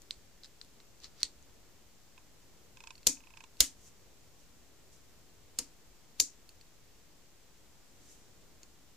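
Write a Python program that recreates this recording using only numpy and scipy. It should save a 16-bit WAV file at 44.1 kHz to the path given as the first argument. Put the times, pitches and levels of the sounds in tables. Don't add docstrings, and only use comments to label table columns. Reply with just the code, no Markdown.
import sys
import numpy as np
from scipy import signal
from scipy.fft import rfft, irfft
from scipy.io import wavfile

SR = 44100
rng = np.random.default_rng(int(sys.argv[2]) if len(sys.argv) > 2 else 0)


def to_linear_factor(level_db):
    exponent = np.asarray(level_db, float) / 20
    return 10 ** exponent


def to_wav(sig):
    pcm = np.clip(np.atleast_2d(sig), -1, 1) * 32767
    pcm = np.round(pcm).astype(np.int16)
    wavfile.write(sys.argv[1], SR, pcm.T)


N = 395136
SPAN = 2 ** 13
OCTAVES_HZ = 12 * 2 ** np.arange(12.)


def at_hz(points, hz):
    points_hz, values = np.array(points).T
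    return np.interp(np.log(hz), np.log(points_hz), values)


def rms_one(x):
    return x / np.sqrt(np.mean(x ** 2) + 1e-20)


def fade(t60_s):
    return np.exp(-np.log(1000) * np.arange(SPAN) / SR / max(t60_s, 1e-4))


def ring(hz, t60_s, rise_s, phase=0):
    tone = np.sin(2 * np.pi * hz * np.arange(SPAN) / SR + phase)
    return tone * fade(t60_s) * (1 - fade(rise_s))


def stereo_noise(size, colour, likeness):
    hz = np.maximum(np.arange(size // 2 + 1) * SR / size, 1)
    mid, side = rfft(rng.standard_normal((2, size))) * rms_one(to_linear_factor(at_hz(colour, hz)))
    alike = np.clip(at_hz(likeness, hz), -1, 1)
    mid, side = np.sqrt(1 + alike) * mid, np.sqrt(1 - alike) * side
    return hz, (mid + side * [[1], [-1]]) / np.sqrt(2)


def bands(hz, spectra, first):
    for centre_hz in OCTAVES_HZ[first:]:
        weight = np.clip(1 - np.abs(np.log2(hz / centre_hz)), 0, 1)
        yield centre_hz, irfft(spectra * weight)


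def add(out, sound, start_s):
    at = round(start_s * SR)
    out[:, at:at + SPAN] += sound[..., :N - at]


def drift(rate_hz):
    return np.interp(np.arange(N) * rate_hz / SR, np.arange(400), rng.standard_normal(400))


# freq_hz, likeness [0-1]
NEAR_LIKENESS = [(300, 0.6), (1700, 0.9), (3100, 0.6), (6800, 0.1), (15000, 0)]
# freq_hz, likeness [0-1]
CRACK_LIKENESS = [(300, 0.8), (2000, .8), (3300, 0.98), (4700, .7), (6800, 0.15), (9000, 0.1), (13000, 0.3)]
# freq_hz, t60_s
TAIL_T60 = [(300, 0.076), (1000, 0.14), (2500, 0.17), (6000, 0.18), (12000, 0.14), (20000, .17)]


def strikes(contacts, crack_colour, tail_colour, modes, main_t60_s, crack_db, crack_t60_s,
            modes_db, tail_db, tail_stretch, settle_db):
    out = np.zeros((2, N))
    gather = 1 - fade(0.0048)
    for k, (start_s, peak_db, main_hz, treble_db, wet_db, pan_db) in enumerate(contacts):
        phase = rng.uniform(-0.6, 0.26, (2, 1)) + [[0.1 * pan_db], [0]]
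        sound = ring(main_hz, main_t60_s, 0.0021, phase)

        for hz, db, t60_s in modes:
            gain = to_linear_factor(modes_db + db + rng.normal(0, 4.7, (2, 1)))
            sound += gain * ring(hz, min(t60_s, 0.09), 0.0018, rng.uniform(-1.3, 2.4, (2, 1)))

        hz, crack = stereo_noise(SPAN, crack_colour, CRACK_LIKENESS)
        tilt_db = treble_db * np.log2(np.maximum(hz, 2000) / 5000)
        crack_gain = to_linear_factor(crack_db - settle_db * (k > 0))
        sound += crack_gain * irfft(crack * to_linear_factor(tilt_db)) * fade(crack_t60_s) * (1 - fade(0.001))
        sound /= np.abs(sound).max()

        lumps_db = 1.5 * np.interp(np.arange(SPAN) / 90, np.arange(200), rng.standard_normal(200))
        tail_gain = to_linear_factor(tail_db + wet_db + lumps_db) * gather
        for centre_hz, pair in bands(*stereo_noise(SPAN, tail_colour, NEAR_LIKENESS), first=4):
            sound += tail_gain * pair * fade(tail_stretch * at_hz(TAIL_T60, centre_hz))
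        add(out, to_linear_factor(peak_db) * sound * to_linear_factor([[pan_db / 2], [-pan_db / 2]]), start_s)
    return out


def skin(strokes, colour, grain_db):
    t = np.arange(N) / SR
    gain = 0
    for loudest_s, level_db, swell_s, fade_s in strokes:
        fall_db = 30 * np.maximum((loudest_s - t) / swell_s, (t - loudest_s) / fade_s)
        gain = gain + to_linear_factor(level_db - fall_db)
    grain = to_linear_factor(grain_db * np.repeat(rng.standard_normal(N // 64 + 1), 64)[:N])
    noise = irfft(stereo_noise(N, colour, NEAR_LIKENESS)[1])
    return gain * rms_one(grain * noise)


# freq_hz, density_db [dB per Hz]
HISS = [(8, -19), (14, -7), (54, -8.5), (200, -16), (420, -18), (620, -22), (1300, -27), (3500, -28),
        (6300, -26.5), (7700, -26.5), (8400, -33), (12000, -35), (15200, -33.5), (15500, -59)]
# freq_hz, likeness [0-1]
AIR_LIKENESS = [(60, 0.33), (180, 0.42), (550, 0.52), (1650, 0.48), (4970, 0.05), (15000, 0.11)]
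# freq_hz, left_minus_right_db
AIR_LEAN = [(60, -0.5), (240, -0.5), (950, -0.5), (3770, 0.5), (15000, 1)]


def air():
    hiss, together = 0, drift(2)
    for hz, pair in bands(*stereo_noise(N, HISS, AIR_LIKENESS), first=0):
        lean_db = at_hz(AIR_LEAN, hz) * np.array([[0.5], [-0.5]])
        patch_db = 0.9 * (together + drift(9)) * np.clip(np.log2(3000 / hz) / 3, 0.25, 1)
        hiss = hiss + to_linear_factor(lean_db + patch_db) * pair
    return to_linear_factor(-61.5) * rms_one(hiss)


# start_s, peak_db, main_hz, treble_db [dB per octave], left_minus_right_db
TICKS = [(0.019, -42, 6750, 9, 4), (0.1084, -22, 4080, -7.5, -2), (0.4346, -38, 4150, -13, 1),
         (0.445, -35, 3960, -6, -2), (0.458, -44, 4460, -1, 0), (0.614, -31.5, 4130, -17, 2.5),
         (0.6476, -44, 3800, 15, 3), (0.802, -41, 4030, -30, -1), (1.0021, -47, 6030, 8, 2.5),
         (1.036, -41, 3700, -12, -4), (1.0433, -38, 4500, -5, 4), (1.205, -37.5, 4130, 14, 2),
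         (1.2311, -10, 4150, 1, -0.5), (1.2346, -29, 4370, 11, 0.5), (1.426, -48, 6550, 4, 1.0)]
# freq_hz, density_db [dB per Hz]
TICK_CRACK = [(710, -87), (1200, -18), (2450, -40), (3590, -7), (4310, 5.5), (5650, -6), (9820, -15),
              (15000, -36), (16000, -38)]
# freq_hz, density_db [dB per Hz]
TICK_TAIL = [(590, -51.5), (1000, -15), (1630, -27), (1840, -15), (3120, -15.5), (4300, -1.5),
             (5180, -10.5), (8060, -8.5), (14000, -50)]


def button_ticks():
    contacts = [(s, db, hz, treble_db, -1.9, pan_db) for s, db, hz, treble_db, pan_db in TICKS]
    return strikes(contacts, TICK_CRACK, TICK_TAIL, [], main_t60_s=0.005, crack_db=-1.5,
                   crack_t60_s=0.0044, modes_db=0, tail_db=-24.5, tail_stretch=0.85, settle_db=2)


# loudest_s, level_db, swell_s, fade_s
SCUFFS = [
    (0.448, -52.5, .025, 0.033),
    (1.046, -48, 0.049, 0.055),
    (1.222, -51, 0.095, 0.0061),
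]
# freq_hz, density_db [dB per Hz]
SCUFF = [(710, -49.5), (1200, -11), (1480, -16), (3030, -12.5), (4390, -4.5), (7010, -12), (9830, -32),
         (13000, -39)]


def button_scuffs():
    return skin(SCUFFS, SCUFF, grain_db=2.5)


# start_s, drum_db, push_db, slip_db
THUDS = [
    (1.232, -60, -49, -42),
    (3.068, -38.5, -37, -36.5),
    (3.605, -43, -30.5, -32),
    (5.588, -48.5, -50, -37),
    (6.2, -49, -44, -31.5),
]
# freq_hz, level_db, t60_s
CHASSIS = [(190, -6, 0.13), (258.2, -3.5, 0.22), (284, -1, 0.22), (315, -2, .14), (352.2, 1, 0.029),
           (409.4, -6.5, 0.067), (490, -1.5, 0.1), (620, -8.5, 0.087), (934, -7.5, .1)]
# freq_hz, density_db [dB per Hz]
KNOB_CRACK = [(1200, -29), (2500, -3.5), (4500, 0), (7000, -3.5), (10000, -8.5), (13000, -15), (16000, -31)]


def thuds():
    out = np.zeros((2, N))
    for start_s, drum_db, push_db, slip_db in THUDS:
        drum = 0
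        for hz, db, t60_s in CHASSIS:
            gain = to_linear_factor(db + rng.normal(0, 2, (2, 1)))
            drum = drum + gain * ring(hz, 1.1 * t60_s, 0.029, rng.uniform(0, 0.9, (2, 1)))
        push = ring(45, 0.093, 0.0047) + 0.4 * ring(110, 0.047, 0.003)
        jolt = to_linear_factor(drum_db) * drum + to_linear_factor(push_db) * push
        add(out, jolt * to_linear_factor([[2.2], [-2.2]]), start_s)

        climb = (fade(0.009) + 0.1 * fade(0.067))[::-1]
        slip = irfft(stereo_noise(SPAN, KNOB_CRACK, NEAR_LIKENESS)[1]) * climb
        add(out, to_linear_factor(slip_db) * slip, start_s - SPAN / SR)
    return out


# first_s, last_s, first_db, last_db
STEPS = [
    (2.178, 2.179, -48, -51),
    (2.771, 2.906, -46.5, -40),
    (3.171, 3.338, -49.5, -49.5),
    (3.372, 3.439, -44, -42.5),
]


def motor_steps():
    rows = []
    for first_s, last_s, first_db, last_db in STEPS:
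        count = round((last_s - first_s) * 30) + 1
        db = np.linspace(first_db, last_db, count) + 0.7 * rng.standard_normal(count)
        treble_db = -3.5 + 0.9 * (db + 44.5)
        rows += zip(np.linspace(first_s, last_s, count), db, treble_db)
    return rows


# freq_hz, level_db, t60_s
LENS = [(923, -8.5, 0.07), (1022, -3, 0.042), (1605, -9, .03), (2300, -17, 0.1), (2550, 4.5, 0.022),
        (2770, -5.5, 0.03), (3520, -1, 0.017), (5050, -3, 0.016)]
# freq_hz, density_db [dB per Hz]
LENS_TOP = [(1650, -11), (2800, -19), (3100, -3), (4580, -7), (5050, -5), (7330, -2.5), (11000, -27),
            (14300, -59), (22000, -120)]


def lens():
    out = np.zeros((2, N))
    for start_s, peak_db, treble_db in motor_steps():
        low = 0
        for hz, db, t60_s in LENS:
            gain = to_linear_factor(db + rng.normal(0, 1.4) + treble_db * (hz > 3000))
            low = low + gain * ring(hz, t60_s, 8.6 / hz)
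        top = irfft(stereo_noise(SPAN, LENS_TOP, NEAR_LIKENESS)[1]) * fade(0.025) * (1 - fade(0.00079))
        step = to_linear_factor(peak_db - 4.5) * (low * to_linear_factor([[-6], [3]]) + to_linear_factor(treble_db) * top)
        add(out, step, start_s)
        add(out, 0.24 * step, start_s - rng.uniform(0.00185, 0.0026))
    return out


# start_s, peak_db, main_hz, treble_db [dB per octave]
PLAY = [
    (2.9542, -42, 4550, -6),
    (2.9796, -46, 4300, -5),
    (3.0307, -46, 4550, -2),
    (3.5698, -46, 4300, 6),
    (4.209, -53.5, 6540, 1),
    (6.4918, -37.5, 4640, 8.5),
    (6.6119, -42, 4630, 1),
    (8.632, -37.5, 6650, -1),
]
# freq_hz, level_db, t60_s
KNOB = [(2650, -4.5, 0.016), (4370, -2.5, 0.024)]


def knob_play():
    contacts = [(*row, 2.5, -0.4) for row in PLAY]
    return strikes(contacts, KNOB_CRACK, TAILS[3], KNOB, main_t60_s=0.0046, crack_db=-4.0,
                   crack_t60_s=0.0028, modes_db=-12, tail_db=-24.5, tail_stretch=0.4, settle_db=-1)


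# start_s, peak_db, main_hz, treble_db [dB per octave], tail_db
SNAPS = [
    [(3.0691, -2.5, 6810, 1.5, 0.5), (3.0722, -4, 7000, 2, -3), (3.0748, -14.5, 6500, 0, 2.5)],
    [(3.6049, 0, 7360, 4, -0.5), (3.6060, -8, 4270, -3.5, -7), (3.6080, -4.5, 7100, 0, -10),
     (3.6114, -14, 6800, -5, 0)],
    [(5.5878, -13.5, 6670, 1, -3), (5.5887, -15, 4600, -2, -4.5), (5.5915, -22.5, 6440, -4.5, -4),
     (5.5945, -30, 6420, 7, 0)],
    [(6.1982, -22, 4700, 1, 3), (6.1997, -6.5, 6100, -2.5, -4.5), (6.2008, -8, 4600, 2, 5),
     (6.2030, -9.5, 6200, -2, -7.5), (6.2048, -16.5, 6600, -4, -1), (6.2075, -23.5, 7000, 7, -6.5)],
]
# freq_hz, density_db [dB per Hz]
CRACKS = [
    [(240, -47.5), (400, -11), (1600, -30.5), (3070, -15.5), (4400, -5), (7280, -4), (8630, -11),
     (14800, -19), (16000, -35)],
    [(240, -51.5), (800, -28), (2590, -18.5), (4240, -3.5), (5350, -4.5), (7170, -7.5), (8110, -8),
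     (14800, -20), (16000, -33.5)],
    [(240, -51), (400, -25), (3500, -13), (4650, -6), (5430, -7), (6340, -1), (11800, -11), (15300, -28),
     (16000, -32)],
    [(240, -67.5), (400, -25.5), (1560, -37.5), (2590, -22), (3120, -19), (6240, -2), (8500, -14),
     (15300, -20.5), (16000, -37.5)],
]
# freq_hz, density_db [dB per Hz]
TAILS = [
    [(240, -48), (400, -12.5), (489, -24.5), (1840, -25), (2550, -12.5), (2800, -30), (3070, -19.5),
     (6640, -1.5), (14600, -23.5), (16000, -39)],
    [(240, -48), (400, -19), (496, -8), (760, -22.5), (1900, -14), (2250, -13), (5690, -5), (6850, -1.5),
     (14600, -17), (16000, -36)],
    [(240, -30), (400, 1), (504, -10), (1230, -16), (2630, -12), (3750, -13), (4510, -3), (7280, -3),
     (15000, -19), (16000, -34)],
    [(240, -42.5), (400, -10.5), (1090, -30.5), (2430, -20.5), (2880, -23.5), (4110, -11), (7170, 2),
     (8500, -11.5), (14800, -21.5), (16000, -46)],
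]
# freq_hz, level_db, t60_s
SWITCH = [(2940, -13, .04), (4490, -4, 0.022), (4600, -8, 0.1), (5000, -5.5, 0.044), (5843, -2, 0.048),
          (6440, 0, .05), (6350, -3, 0.047), (6580, 6, 0.032), (7100, -1.5, .06), (7148, -3.5, 0.14),
          (7275, -1.5, .05), (10670, 3.5, 0.013), (9520, -9, 0.042), (11290, -10.5, 0.038)]


def detent_snaps():
    out = 0
    for snap, crack, tail in zip(SNAPS, CRACKS, TAILS):
        contacts = [(*row, 0) for row in snap]
        out = out + strikes(contacts, crack, tail, SWITCH, main_t60_s=0.0051, crack_db=4.0,
                            crack_t60_s=0.0075, modes_db=-24.5, tail_db=-25.0, tail_stretch=1.1, settle_db=7.0)
    return out


# loudest_s, level_db, swell_s, fade_s
RUBS = [
    (3.88, -58, 0.22, .052),
    (4.394, -67, 0.033, .19),
    (4.93, -62.5, 0.037, .16),
    (8.115, -61, 0.18, 0.12),
    (8.12, -69.5, .9, .9),
]
# freq_hz, density_db [dB per Hz]
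RUB = [(1500, -28.5), (3000, -11), (4500, -11), (6200, -0.5), (7500, -1.5), (9000, -11), (12000, -13.5),
       (15000, -28.5)]


def knob_rubs():
    return skin(RUBS, RUB, grain_db=-1.0)


# freq_hz, left_minus_right_db
PORTS = [(3500, 0.7), (4700, -2.5), (5600, -1), (6800, 5), (9500, 3), (13000, -1.5)]


def ports(x):
    hz = np.maximum(np.arange(N // 2 + 1) * SR / N, 1)
    return irfft(rfft(x) * to_linear_factor(at_hz(PORTS, hz) * np.array([[0.5], [-0.5]])))


def scene():
    no_bass = signal.butter(2, 1500, "high", fs=SR, output="sos")
    light = signal.sosfilt(no_bass, button_ticks() + knob_play())
    contacts = ports(detent_snaps() + light)
    fingers = button_scuffs() + knob_rubs()
    return air() + fingers + thuds() + lens() + contacts


def band_limit(x):
    return signal.sosfilt(signal.butter(12, 16500, fs=SR, output="sos"), x)


OFFSET = [
    [-.00094],
    [-.00072],
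]


def record(dry):
    rounded = dry / (1 + np.abs(dry / 0.9) ** 6) ** (1 / 6)
    top_cut = signal.cheby2(14, 70, 16500, fs=SR, output="sos")
    mix = signal.sosfilt(top_cut, rounded) + OFFSET
    return band_limit(mix)


dry = scene()
out = record(dry)
to_wav(out)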